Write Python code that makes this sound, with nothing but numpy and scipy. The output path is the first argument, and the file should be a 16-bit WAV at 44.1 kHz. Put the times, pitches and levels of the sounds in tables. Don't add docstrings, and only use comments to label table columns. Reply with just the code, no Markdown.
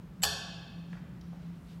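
import sys
import numpy as np
from scipy import signal
from scipy.fft import rfft, irfft
from scipy.io import wavfile

SR = 44100
rng = np.random.default_rng(int(sys.argv[2]) if len(sys.argv) > 2 else 0)


def put_to_file(sound):
    columns = np.atleast_2d(sound).T
    safe = np.clip(columns, -1, 1)
    whole_steps = np.round(safe * 32767)
    wavfile.write(sys.argv[1], SR, whole_steps.astype(np.int16))


def volts_from_decibels(level):
    exponent = np.asarray(level, float) / 20
    return 10 ** exponent


N = 79380
T = np.arange(N) / SR


def at_hz(points, hz):
    table_hz, value = np.transpose(points)
    return np.interp(np.log(np.maximum(hz, 1)), np.log(table_hz), value, left=-70)


def rms_one(x):
    return x / np.sqrt(np.mean(x ** 2) + 1e-20)


def shaped(x, spectrum, db=0):
    gain = volts_from_decibels(db + at_hz(spectrum, np.fft.rfftfreq(N, 1 / SR)))
    return irfft(rfft(x) * gain, N)


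def coloured(spectrum):
    return rms_one(shaped(rng.standard_normal(N), spectrum))


def band(x, hz, octaves):
    low, high = hz * 2 ** (-octaves / 2), hz * 2 ** (octaves / 2)
    edges = np.clip([low, high], 10, SR * 0.45)
    return signal.sosfilt(signal.butter(2, edges, "band", fs=SR, output="sos"), x)


def dying(s, t60):
    return (T >= s) * volts_from_decibels(-60 * np.maximum(T - s, 0) / t60)


def struck(modes, s, rise):
    late = np.maximum(T - s, 0)
    tones = sum(volts_from_decibels(db) * dying(s, t60) * np.sin(2 * np.pi * hz * late) for hz, db, t60 in modes)
    return tones * (1 - np.exp(-late / rise))


def resonate(modes, drive):
    out = np.zeros(N)
    for k, (hz, level_db, t60) in enumerate(modes):
        r = volts_from_decibels(-60 / (t60 * SR))
        w = 2 * np.pi * hz / SR
        ringing = signal.lfilter([0, np.sin(w)], [1, -2 * r * np.cos(w), r * r], drive(k) + 1e-18)
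        out += volts_from_decibels(level_db) * ringing
    return out


def radiated(iron):
    low_hz, dip_hz, dip_width_hz, dip_share = 513, 2150, 230, 0.65
    iron = signal.sosfilt(signal.butter(3, low_hz, "high", fs=SR, output="sos"), iron)
    dip = signal.lfilter(*signal.iirpeak(dip_hz, dip_hz / dip_width_hz, fs=SR), iron)
    return iron - dip_share * dip


# (time [s], pitch [Hz], level [dB])
DUCT = [(0.0, 178.6, -60), (0.04, 177.5, -56), (0.164, 169, -51.5), (0.214, 174.1, -41),
        (0.274, 168.3, -59), (0.314, 174.3, -41.5), (0.366, 171.3, -53), (0.446, 179.9, -55.5),
        (0.556, 169.2, -46.5), (0.732, 170.8, -57), (0.762, 170.1, -45.5), (0.922, 170.8, -44),
        (0.982, 180.5, -50), (1.128, 182.1, -55.5), (1.228, 171.3, -46), (1.528, 170.8, -43.5),
        (1.648, 171.9, -58.5), (1.8, 169.1, -42)]
# (frequency [Hz], level [dB per Hz])
AIR_LOW = [(25, -50), (42, -6), (65, 0), (100, -4), (140, 3.5), (250, -8), (400, -16), (1600, -46.5)]
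# (frequency [Hz], level [dB per Hz])
AIR_HIGH = [(520, 1), (1200, 0.5), (1930, -5), (3300, -11), (5000, -16.5), (7500, -23), (11500, -48),
            (15900, -43.5)]


def ventilation():
    s, hz, db = np.transpose(DUCT)
    turns = np.cumsum(np.interp(T, s, hz)) / SR
    tone = np.sqrt(2) * volts_from_decibels(np.interp(T, s, db)) * np.sin(2 * np.pi * turns)
    air_hz, air_width_hz = 171.6, 30
    air = rms_one(band(rng.standard_normal(2 * N), air_hz, air_width_hz / air_hz * 1.5)[N:])
    return tone + volts_from_decibels(-52.5) * air + volts_from_decibels(-50) * coloured(AIR_LOW) + volts_from_decibels(-65) * coloured(AIR_HIGH)


# (centre [s], half length [s], level [dB], centre pitch [Hz], width [octaves])
RUSTLES = [
    (1.9, .03, -72, 14500, .4),
    (1.715, 0.052, -65, 3200, 1.2),
    (1.703, 0.14, -76.5, 9000, 0.94),
    (.0, 0.018, -84, 5300, 0.71),
    (1.46, 0.17, -68.5, 1240, 3.3),
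    (0.944, 0.075, -70.5, 4000, 1.05),
]


def rustles():
    out = np.zeros(N)
    for s, half, db, hz, wide in RUSTLES:
        hiss = rms_one(band(rng.standard_normal(N), hz, wide))
        out += volts_from_decibels(db) * hiss * np.exp(-((T - s) / half) ** 2)
    return out


# (time [s], level [dB], centre pitch [Hz], width [octaves], t60 [s])
KNOCKS = [
    (.180, -68, 8000, 0.5, 0.014),
    (0.93, -43.5, 1118, 2.5, 0.034),
    (.9290, -69, 7100, 1.1, 0.037),
    (.9510, -49, 920, 2.1, .04),
    (0.97, -51, 897.5, 1.9, 0.041),
    (1.2116, -53.5, 4400, 1.05, 0.032),
    (1.2110, -61, 11100, 0.63, 0.013),
    (1.282, -64, 9600, .7, 0.0071),
    (1.329, -51.5, 720, 1.675, 0.082),
]


def knocks():
    out = np.zeros(N)
    for s, db, hz, wide, t60 in KNOCKS:
        puff = rng.standard_normal(N) * dying(s, t60) + 1e-18
        knock = band(band(puff, hz, wide), hz, wide)
        out += volts_from_decibels(db) * knock * np.sqrt(SR / 2 / (hz * wide))
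    return out


# (frequency [Hz], level [dB], t60 [s])
TICK = [(2060, -49, .04), (3630, -48, 0.052), (5100, -57, .03), (7680, -35, .06), (9300, -53, .02),
        (11340, -44, 0.025), (11970, -56, .03)]


def tick():
    return struck(TICK, 0.22, rise=0.00094)


# (time [s], plates level [dB], pin level [dB])
CONTACTS = [
    (0.2223, -45.5, -67),
    (0.2295, -43, -31),
    (0.2336, -35, -32),
    (0.2351, -27, -35),
    (0.2371, -32.5, -34),
    (0.241, -33.5, -29),
    (0.251, -36.5, -37),
    (0.263, -47.5, -44),
]
# (frequency [Hz], level [dB], t60 [s])
PLATES = [(553, -10.5, 0.048), (671, -11.5, 0.097), (812, -8, 0.047), (863, -15.5, 0.1), (1133, -5, 0.032),
          (1309, -14.5, 0.048), (1576, -3, 0.032), (1670, -8, 0.065), (1746.6, -7, 0.053),
          (2558, -6.5, 0.043), (2965, -8, 0.0275), (3080, 0.5, 0.016), (3258, -7, 0.05),
          (3453, -0.5, 0.021)]
# (frequency [Hz], level [dB], t60 [s])
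RODS = [(3644, -14.5, 0.14), (4278, -3.5, 0.059), (4367, 0, 0.028), (4460, 2.5, 0.017), (4825, -5, 0.038),
        (5040, -8, 0.018), (5770, -1, 0.0325), (6900, -21, .02), (6970, -1.5, 0.017)]
# (frequency [Hz], level [dB], t60 [s])
PIN = [(7750, 2, 0.023), (8170, 0, 0.015), (8380, -5, .01), (10200, -1, 0.012), (11540, 5, .01),
       (12140, -20, .006), (14500, 2, .004)]
# (frequency [Hz], level [dB per Hz])
CRACK = [(300, -16.5), (700, -10), (1600, -7), (2800, -0.5), (4500, -4), (7000, -6), (11000, -9),
         (16000, -16)]


def ring(modes, s, db):
    contact_t60_s, spread_db = 0.0055, 2
    grit = rng.standard_normal((2, N))
    grinds = np.array([dying(t, contact_t60_s) for t in s]) / np.sqrt(contact_t60_s * SR / 14)

    def drive(k):
        strengths = volts_from_decibels(db + spread_db * rng.standard_normal(len(s)))
        return strengths @ grinds * grit[k % 2]

    return resonate(modes, drive)


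def clank():
    s, plate_db, pin_db = np.transpose(CONTACTS)
    crack_db, crack_t60_s = -1, 0.031
    bursts = sum(volts_from_decibels(db + crack_db) * dying(t, crack_t60_s) for t, db in zip(s, plate_db))
    crack = coloured(CRACK) * bursts
    return radiated(ring(PLATES + RODS, s, plate_db) + ring(PIN, s, pin_db) + crack)


def blow():
    click = 1.0 * (np.arange(N) == int(0.236 * SR))

    def drive(k):
        return click * (-1) ** k

    plates = volts_from_decibels(-22) * resonate(PLATES + RODS, drive)
    pin = volts_from_decibels(-28) * resonate(PIN, drive)
    return radiated(plates + pin + shaped(click, CRACK, db=8.5))


# (frequency [Hz], t60 [s])
GYM = [(100, 0.64), (400, 2.14), (1000, 1.136), (2500, 1.53), (5500, 0.87), (9000, .5), (15000, .3)]


def gym(x):
    rise_s = 0.0033
    white = rng.standard_normal((2, N))
    tail = np.zeros(N)
    table_hz, table_t60 = np.transpose(GYM)
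    for k, hz in enumerate(60 * 2 ** np.arange(0, 8.3, 1 / 3)):
        t60 = np.interp(np.log(hz), np.log(table_hz), table_t60)
        tail += band(white[k % 2], hz, 1 / 3) * dying(0, t60)
    tail = tail * (1 - np.exp(-T / rise_s))
    return signal.fftconvolve(x, tail / np.sqrt(np.sum(tail ** 2)))[:N]


# (frequency [Hz], level [dB], t60 [s])
FRAME = [(422.4, -44, 0.61), (1122, -48, 0.33), (1582, -46.5, 0.21), (1665, -39.5, 0.55),
         (1696, -34.5, 0.35), (1768, -37.5, 0.42), (3440, -38, 0.59), (3510, -46, 0.7), (4334, -40, .25),
         (4510, -36, 0.39), (4360, -38, .25), (8170, -45, .3)]


def frame():
    return struck(FRAME, 0.24, rise=0.0063)


def thump():
    start_s, hz, t60_s, rise_s = 0.25, 78.9, 0.39, 0.011
    late = np.maximum(T - start_s, 0)
    swell = (1 - np.exp(-late / rise_s)) * dying(start_s, t60_s)
    return volts_from_decibels(-38.5) * swell * np.sin(2 * np.pi * hz * late)


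def scene():
    small = knocks()
    near = rustles() + small + tick() + clank() + frame() + thump()
    echo = gym(volts_from_decibels(-5.5) * blow() + volts_from_decibels(-4) * small)
    return (near + echo + ventilation())[None]


def band_limit(x):
    return signal.sosfilt(signal.butter(12, 15830, fs=SR, output="sos"), x)


def record(dry):
    return band_limit(dry)


dry = scene()
out = record(dry)
put_to_file(out)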